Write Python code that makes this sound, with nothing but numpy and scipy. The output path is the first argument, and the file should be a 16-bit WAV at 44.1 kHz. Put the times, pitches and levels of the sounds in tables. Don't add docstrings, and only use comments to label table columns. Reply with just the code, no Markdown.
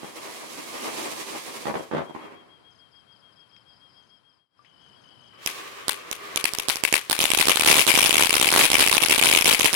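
import sys
import numpy as np
from scipy import signal
from scipy.fft import rfft, irfft
from scipy.io import wavfile
from scipy.ndimage import uniform_filter1d

SR = 44100
rng = np.random.default_rng(int(sys.argv[2]) if len(sys.argv) > 2 else 0)


def dump_mix(stems):
    frames = np.atleast_2d(stems).T
    limited = np.clip(frames, -1, 1)
    pcm = np.round(limited * 32767).astype(np.int16)
    wavfile.write(sys.argv[1], SR, pcm)


N = 429975
TIME = np.arange(N) / SR

# pitch_hz, left_db, right_db
NIGHT_SPECTRUM = [(25, -74, -80.5), (59.7, -43, -63), (110, -31.5, -38), (200, -36.5, -39.5),
                  (400, -40.5, -43), (880, -38.5, -51), (1030, -36, -45.5), (1200, -38.5, -53),
                  (1470, -38, -55), (1940, -45, -58), (3900, -49, -62), (4870, -46, -68.5),
                  (6600, -66, -70), (7900, -57.5, -70), (9300, -67, -72), (10340, -52.5, -76),
                  (12800, -78, -89)]
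# left_db, right_db
LATER_NIGHT_LIFT = (0.3, 3)
# first_s, end_s, level_db
CRICKET_RUNS = [(0.05, 4.43, -42), (4.53, 7.5, -48)]
HIGH_CHIRP_TIMES = [2.70, 4.02, 4.62, 4.81, 5.01, 5.205, 5.39]
# first_s, end_s, period_s, left_db, right_db
KATYDID_RUNS = [(2.708, 3.4, .2025, -46.5, -70), (3.484, 4.35, .2005, -46.5, -68),
                (3.525, 4.0, .19, -53, -55), (4.57, 5.42, .154, -50.5, -71), (4.78, 5.33, .16, -55, -73)]
# start_s, pitch_hz, level_db, decay_s, noisy_share (0-1)
SMALL_TICKS = [(3.513, 2900, -42.5, .002, .9), (3.564, 2600, -29.5, 0.0022, .9),
               (4.592, 1180, -29, 0.016, 0.06), (4.647, 2600, -37.5, .02, .95)]
# time_s, roar_db, hiss_db
FIRST_JET_FLOW = [(0, -42, -43.5), (.25, -40.5, -37.3), (.6, -41, -35.5), (.9, -34, -31),
                  (1.08, -34.5, -31), (1.45, -40.5, -34), (1.58, -37.5, -35), (1.86, -47.5, -48),
                  (2.12, -55, -57.5), (2.19, -38, -55), (2.68, -63.5, -82)]
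SECOND_JET_FLOW = [(5.37, -58.5, -73), (5.43, -48, -47.5), (5.5, -42, -39.3), (5.8, -43.5, -49.5),
                   (6.24, -42.5, -48.5), (6.36, -39.5, -45), (7.08, -50, -49), (7.2, -48, -39),
                   (7.72, -42.5, -36.5), (9.75, -40.5, -40.5)]
# pitch_hz, left_db, right_db
FIRST_JET_SPECTRUM = [(40, -28, -32), (99.5, -6, -8), (196, 6, 9), (327, 13, 16), (750, 11, 7.5),
                      (1130, 12.5, 12), (1430, 3.5, 2), (2240, 7, 5), (3300, -3, 2.5), (5100, -8.5, 0.5),
                      (10900, -8.5, -4), (15000, -16, -16)]
# pitch_hz, left_db, right_db
SECOND_JET_SPECTRUM = [(50, -6, -10), (220, -1.5, 0), (400, 14, 14), (620, 8.5, 7.5), (890, 4.5, 3.5),
                       (1140, 18, 16.5), (1370, 10, 5.5), (2340, 10.5, 11), (5770, -3, 2), (10600, -6, -4),
                       (15100, -10, -9)]
# crest_s, lift_db
ROAR_SURGES = [(.175, 2), (.275, 5), (.435, 5.5), (.59, 4), (.76, 4.5), (.885, 4.8), (1.0, 2), (1.075, 5),
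               (1.2, 0), (1.29, 4.5), (1.355, 8.5), (1.49, 2.5)]
SURGE_WIDTH_S = .024
# start_s, length_s, level_db, puff_decay_s
COUGH_RUNS = [(.032, 0, -21, 0.0026), (1.655, 0.048, -16, .009), (1.741, 0.0091, -14, 0.0076),
              (1.795, 0, -22.5, .006), (1.913, 0.097, -18.5, .014), (2.096, 0, -30, .011),
              (2.149, 0.007, -21.5, 0.0081)]
PUFFS_PER_S, COUGH_SAG_DB_PER_S = 60, 54
UNEVEN = 0.384
# pitch_hz, left_db, right_db
PUFF_SPECTRUM = [(30, -25, -35), (97, 5.5, 9), (284, 16, 18), (827, 15.5, 13), (1490, 3.5, 4.8),
                 (3040, -6.5, -5), (6100, -26, -22), (14000, -41, -40.5)]
# start_s, length_s, level_db
SPARK_VOLLEYS = [(7.203, 0.076, -21), (7.387, .03, -24), (7.478, .04, -25), (7.65, 0.18, -13.5),
                 (7.87, 0.027, -26), (7.943, 0.31, -21), (8.44, .05, -18), (8.538, .12, -16),
                 (8.75, 0.15, -19.5), (8.908, .04, -20), (9.01, .025, -25), (9.095, .05, -22),
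                 (9.235, 0.16, -17.5), (9.45, .09, -14.5), (9.6, 0.028, -33), (9.655, 0.069, -23)]
# pitch_hz, left_db, right_db
SIZZLE_SPECTRUM = [(60, -20, -14), (380, -3, 1), (1300, -2, -3), (2300, 0, -1.5), (3500, -2, 0),
                   (5200, -5, -4.5), (8000, -2, -6), (10600, -2, -6), (15500, -12, -7)]
SIZZLE_RELEASE_S = 0.01
# start_s, level_db
STAR_CRACKS = [(5.4619, 0.5), (5.8821, 4.5), (6.1137, -4), (6.36, 3), (6.442, 4.5), (6.536, -3),
               (6.586, -0.5), (6.685, 5), (6.6926, 1), (6.7578, -4.5), (6.8373, 6.5), (6.9265, 7.5),
               (6.941, 3.5), (7.0985, 4.0), (7.1174, 6.5), (7.1909, 4.0), (7.2118, 2), (7.2174, 1),
               (7.2406, 6.5), (7.3035, 4.5), (7.3355, 6.5), (7.3737, 1.0), (7.3763, 2.5), (7.3982, 5),
               (7.4034, 4.5), (7.4132, 3), (7.4555, 0), (7.472, 5), (7.4843, 8), (7.487, -0.5), (7.495, 2),
               (7.5047, 6), (7.5584, 6), (7.5965, 5.5), (7.6219, 3), (7.6477, 5.0), (7.6631, 4.5),
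               (7.6655, 3), (7.6753, 7.5), (7.6815, 6), (7.684, 4), (7.7006, 9.5), (7.7056, 5.5),
               (7.716, 5.0), (7.729, 6), (7.7553, 6.5), (7.7738, 5), (7.7812, 6.5), (7.7946, 2),
               (7.7993, 4.5), (7.8077, 2), (7.8672, 6.5), (7.8763, 6.0), (7.8846, 3.5), (7.8938, 6),
               (7.897, -0.5), (7.9026, 6.0), (7.9404, 4), (7.948, 3.5), (7.9543, 2), (7.9757, 8.5),
               (7.9796, 1), (7.9952, 5), (8.017, 5.5), (8.0273, 5.0), (8.0482, 5.5), (8.059, 3.5),
               (8.0655, 2.5), (8.0938, 6.5), (8.1283, 4.5), (8.1447, 5.5), (8.1684, 7), (8.183, 3.5),
               (8.1949, 6), (8.2129, 5.5), (8.2251, 3), (8.2349, 3), (8.2576, 4), (8.2945, 6.0),
               (8.3288, 6.5), (8.352, 1.5), (8.3548, 5.5), (8.3674, 1.5), (8.3986, 5.5), (8.4145, 6),
               (8.4315, 4.5), (8.458, 4.0), (8.4782, 5.5), (8.504, 3.5), (8.5257, 6.5), (8.5312, 2.5),
               (8.5508, 7), (8.5615, 7.5), (8.5784, 4), (8.5812, 7), (8.5926, 1.5), (8.5994, 5.5),
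               (8.603, 2.5), (8.608, 5), (8.6257, 5), (8.633, 2), (8.6407, 4.5), (8.6473, 2), (8.6532, 3),
               (8.7024, 5), (8.7189, 3.5), (8.7325, 2), (8.7423, 7.5), (8.7555, 2.5), (8.784, 4.5),
               (8.7928, 5.0), (8.7967, 2.5), (8.805, 5), (8.8079, 1), (8.812, 6.5), (8.8276, 4.5),
               (8.8634, 6), (8.8846, 4), (8.9142, 4), (8.9163, 6.0), (8.9376, 4.5), (8.9425, 2.0),
               (8.9686, 7.5), (9.0208, 4.5), (9.0275, 6.5), (9.0484, 3), (9.0849, 2.5), (9.0966, 4.0),
               (9.1096, 5.5), (9.113, 6), (9.1255, 2.5), (9.1474, 3), (9.1796, 3), (9.184, 4), (9.2136, 5),
               (9.2247, 5), (9.2369, 4), (9.2454, 6.5), (9.2569, 6), (9.2749, 4.5), (9.282, 1.5),
               (9.299, 5), (9.3153, 6.5), (9.3368, 8.5), (9.3613, 7), (9.3755, 4.5), (9.4106, 4.0),
               (9.445, 4.5), (9.4577, 3.5), (9.4636, 5.5), (9.4795, 8.5), (9.4838, 5), (9.4969, 4),
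               (9.5151, 6.0), (9.5346, 5.5), (9.5388, 1), (9.5933, 0), (9.5971, 5.0), (9.6188, 3.0),
               (9.645, 9), (9.6517, 4.5), (9.6612, 2.5), (9.7304, 3.5), (9.7355, 2.5)]
# pitch_hz, left_db, right_db
CRACK_SPECTRUM = [(40, 6.5, 15), (109, 0.57, 14.5), (335, 10.3, 15), (603, 7.2, 8), (1050, 10.8, 6),
                  (1310, 8.5, 3.5), (1800, 10, 1.5), (2330, 13.5, 2), (2920, 8.7, 1), (4330, 4.1, 2),
                  (5150, 2.5, 5.5), (7100, 2.7, 9), (10760, 15.3, 10.5), (12400, 9.1, 7),
                  (16000, 6.5, -0.5)]
FAR_LAG_S = .01245
STAR_LAG_S, STAR_LAG_SPREAD_S = .0122, .0009
# time_s, level_db
FADE_CURVE = [(4.0, -9.5), (4.38, -17.5), (4.49, -33), (4.58, -15.5), (4.9, -7.5)]
TOP_HZ = 15900


def undb(db):
    return 10 ** (np.asarray(db) / 20)


def curve(rows):
    s, *columns = np.transpose(rows)
    return [np.interp(TIME, s, c) for c in columns]


def add(track, s, sound):
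    i = max(int(s * SR), 0)
    part = sound[..., :max(N - i, 0)]
    track[..., i:i + part.shape[-1]] += part


def convolve(x, response):
    return signal.fftconvolve(x, response, axes=-1)[:, :N]


def colour(x, table, size=4096):
    hz, *sides = np.transpose(table)
    log_hz = np.log(np.maximum(np.fft.rfftfreq(size, 1 / SR), 1))
    gains = undb([np.interp(log_hz, np.log(hz), side) for side in sides])
    cepstrum = irfft(np.log(gains))
    cepstrum[:, 1:size // 2] *= 2
    cepstrum[:, size // 2 + 1:] = 0
    return convolve(x, irfft(np.exp(rfft(cepstrum))))


def band(x, lo_hz, hi_hz):
    return signal.sosfilt(signal.butter(2, [lo_hz, hi_hz], "band", fs=SR, output="sos"), x)


def walk(rate):
    k = int(SR / rate)
    steps = np.repeat(rng.standard_normal(N // k + 1), k)
    wander = uniform_filter1d(steps, k)[:N]
    return wander / wander.std()


def sparks(per_s, spread_db):
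    size_db = spread_db * np.minimum(rng.exponential(size=N), 4)
    lit = rng.random(N) < per_s / SR
    clicks = lit * rng.choice([-1, 1], N) * undb(size_db)
    return clicks / clicks.std()


def both_mics(x):
    return np.array([np.interp(TIME - FAR_LAG_S, TIME, x, left=0), x])


def surroundings(x, db, t60):
    t = TIME[:SR]
    tail = band(rng.standard_normal((2, SR)) * undb(-60 * t / t60) * (t > .011), 150, 4300)
    return x + convolve(x, undb(db) * tail / np.linalg.norm(tail, axis=1, keepdims=True))


def scatter(x, start_s, decay_s, spread_db):
    t = TIME[:SR // 2]
    fading = np.exp(-t / decay_s) * (t > start_s)
    power = np.maximum(convolve(x ** 2, fading[None] / fading.sum()), 0)
    graininess = undb(spread_db * np.minimum([walk(700), walk(700)], 2))
    grains = rng.standard_normal((2, N)) * graininess
    grains = signal.sosfilt(signal.butter(1, [1700, 5500], "band", fs=SR, output="sos"), grains)
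    return np.sqrt(power) * grains / grains.std()


def night():
    later = TIME > 4.6
    level_db = 0.4 * walk(3.5) + np.outer(LATER_NIGHT_LIFT, later)
    return colour(rng.standard_normal((2, N)) * undb(level_db), NIGHT_SPECTRUM)


def stroke(length_s, pitch_hz):
    u = np.linspace(0, 1, int(length_s * SR))
    bend = np.polyfit(np.linspace(0, 1, len(pitch_hz)), pitch_hz, len(pitch_hz) - 1)
    hz = np.polyval(bend, u)
    return np.sin(np.pi * u) ** 1.4 * np.sin(2 * np.pi * np.cumsum(hz) / SR)


def crickets():
    out = np.zeros(N)
    for first, end, db in CRICKET_RUNS:
        for s in np.arange(first, end, .1456):
            chirp = stroke(.14, np.array([3150, 3245, 2960]) * (1 + 0.0019 * rng.normal()))
            dying = np.linspace(1, .25, len(chirp))
            add(out, s - .05, undb(db + 6 + .6 * rng.normal()) * chirp * dying)
    for s in np.r_[np.arange(4.655, 4.95, .0167), np.arange(5.035, 5.9, .0167)]:
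        trill_s, trill_db = s + 0.00015 * rng.normal(), -41.5 + 0.76 * rng.normal()
        add(out, trill_s, undb(trill_db) * stroke(0.018, [3190, 2890]))
    for s in HIGH_CHIRP_TIMES:
        for k in range(4):
            add(out, s + .0225 * k, undb(-57.5) * stroke(0.021, [6370, 6280]))
    return out


def katydids():
    out = np.zeros((2, N))
    calls = [(s, side_db) for first, end, period, *side_db in KATYDID_RUNS
             for s in np.arange(first, end, period)]
    answers = zip(rng.uniform(3.5, 4.9, size=12), rng.normal(size=12))
    calls += [(s, [-57 + 2 * near, -66]) for s, near in answers]
    for s, side_db in calls:
        for k in range(3):
            sweep = stroke(0.036, np.array([5400, 5000, 4350]) * (1 + 0.0154 * rng.normal()))
            add(out, s + .037 * k, undb(np.array(side_db) + rng.normal())[:, None] * sweep)
    return out


def insects():
    return surroundings(crickets() * undb([[0], [-23]]) + katydids(), db=-15.0, t60=0.27)


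def ticks():
    out, t = np.zeros((2, N)), TIME[:SR // 8]
    for s, hz, db, decay, noisy in SMALL_TICKS:
        rustle = band(rng.standard_normal(len(t)), hz * 0.69, hz * 1.24)
        ping = np.sin(2 * np.pi * hz * t)
        body = noisy * rustle / rustle.std() + (1 - noisy) * ping
        add(out[0], s, undb(db) * np.exp(-t / decay) * body)
    return out


def surges():
    return undb(sum(db * np.exp(-((TIME - s) / SURGE_WIDTH_S) ** 2) for s, db in ROAR_SURGES))


def jet(rows, spectrum, spark_share, spark_rate, spark_db, flutter_db, shared, surge=1):
    def fizzing_gas():
        turbulence = rng.standard_normal(N)
        return np.sqrt(1 - spark_share) * turbulence + np.sqrt(spark_share) * sparks(spark_rate, spark_db)

    roar_db, hiss_db = curve(rows)
    lit_s, out_s = rows[0][0], rows[-1][0]
    burning = np.interp(TIME, [lit_s - .06, lit_s - .03, out_s, out_s + .15], [0, 1, 1, 0])
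    flutter = undb(flutter_db * walk(45))
    nozzle = both_mics(fizzing_gas() * flutter)
    plume = np.array([fizzing_gas(), fizzing_gas()]) * flutter
    gas = colour(np.sqrt(shared) * nozzle + np.sqrt(1 - shared) * plume, spectrum)
    roar = signal.sosfiltfilt(signal.butter(2, 2600, fs=SR, output="sos"), gas)
    hiss = gas - roar
    roar_gain = surge * undb(roar_db + 8.5 + 0.53 * walk(12))
    return burning * (roar * roar_gain + hiss * undb(hiss_db + 10))


def run_of(start_s, length_s, per_s, chance):
    k = np.arange(min(1 + round(max(length_s * per_s, 0)), len(chance)))
    places = np.abs(k + UNEVEN * chance[k] * (k > 0))
    return start_s + places * length_s / max(k[-1], 1)


def sputter(push_db, rush_db):
    out, t = np.zeros(N), TIME[:SR // 4]
    chances = rng.standard_normal(size=(len(COUGH_RUNS), 12))
    push = -np.exp(-t / 0.0003)
    for (start, length, db, decay), chance in zip(COUGH_RUNS, chances):
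        turbulence = rng.standard_normal(N)
        for s in run_of(start, length, PUFFS_PER_S, chance):
            rush = turbulence[int(s * SR):][:len(t)] * np.exp(-t / decay)
            puff_db = db - COUGH_SAG_DB_PER_S * (s - start)
            add(out, s, undb(puff_db) * (undb(push_db) * push + undb(rush_db) * rush))
    return colour(both_mics(out), PUFF_SPECTRUM)


def sizzle(per_s, spread_db):
    drive = sum(undb(db) * ((TIME > start) & (TIME < start + length)) for start, length, db in SPARK_VOLLEYS)
    keep = np.exp(-1 / (SIZZLE_RELEASE_S * SR))
    drive = signal.lfilter([1 - keep], [1, -keep], drive)
    snaps = np.array([sparks(per_s, spread_db), sparks(per_s, spread_db)])
    return colour(drive * snaps, SIZZLE_SPECTRUM)


def shock(length_s, bounce_s, bounce_gain):
    t = np.arange(SR // 125) / (4 * SR)
    wave = np.zeros(len(t))
    for gain, u in [(1, t / length_s), (bounce_gain, (t - bounce_s) / (1.134 * length_s))]:
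        wave += gain * (2 * u - 1) * (u >= 0) * (u < 1)
    front = -.9 * np.exp(-t / .00003)
    return signal.resample_poly(np.r_[np.zeros(16), wave + front], 1, 4)


def crackle(length_s, near_db, far_db, second_db, echo_db):
    out = np.zeros((2, N))
    chances, places = rng.random(size=(400, 4)), rng.standard_normal(size=400)
    for (s, db), (stretch, height, slant, side), place in zip(STAR_CRACKS, chances, places):
        star_length_s = length_s * undb(db / 2) * (0.75 + 0.36 * stretch)
        wave = undb(db) * shock(star_length_s, .00017 + 0.00023 * height, 1.0)
        add(out[1], s, undb(near_db) * wave)
        far_s, far = s + STAR_LAG_S + STAR_LAG_SPREAD_S * place, undb(far_db) * wave
        add(out[0], far_s, far)
        add(out[0], far_s + 0.001109 + .0012 * slant, undb(second_db) * far)
        for delay_s in (.023, .0265, .036):
            add(out[0], far_s + delay_s + .003 * side, undb(echo_db) * far)
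    rattle = undb([[-6], [-15]]) * scatter(out, start_s=.0001, decay_s=0.0012, spread_db=2.0)
    grass = undb([[-10], [-15]]) * scatter(out, start_s=0.0078, decay_s=0.018, spread_db=7.5)
    trees = band(scatter(out, start_s=0.015, decay_s=0.036, spread_db=6.5), 100, 5800)
    trees *= undb([[-19], [-25]])
    return colour(out + rattle + grass + trees, CRACK_SPECTRUM)


def scene():
    background = night() + insects() + ticks()
    first = jet(FIRST_JET_FLOW, FIRST_JET_SPECTRUM, spark_share=0.42, spark_rate=3000, spark_db=2.0,
                flutter_db=1.5, shared=0.69, surge=surges())
    second = jet(SECOND_JET_FLOW, SECOND_JET_SPECTRUM, spark_share=0.4, spark_rate=2500, spark_db=3,
                 flutter_db=1.4, shared=0.6)
    coughs = surroundings(sputter(push_db=2.5, rush_db=1.5), db=-15, t60=0.29)
    small_sparks = sizzle(per_s=3000, spread_db=2.8)
    cracks = crackle(length_s=0.00017, near_db=0.5, far_db=-5.5, second_db=-3, echo_db=-13)
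    return (background + first + second + coughs + small_sparks + cracks) * undb(curve(FADE_CURVE)[0])


def record(dry):
    clipped = dry / (1 + dry ** 8) ** (1 / 8)
    coupled = signal.sosfilt(signal.butter(1, 12, "high", fs=SR, output="sos"), clipped)
    return signal.sosfilt(signal.ellip(8, .2, 70, TOP_HZ, fs=SR, output="sos"), coupled)


dry = scene()
out = record(dry)
dump_mix(out)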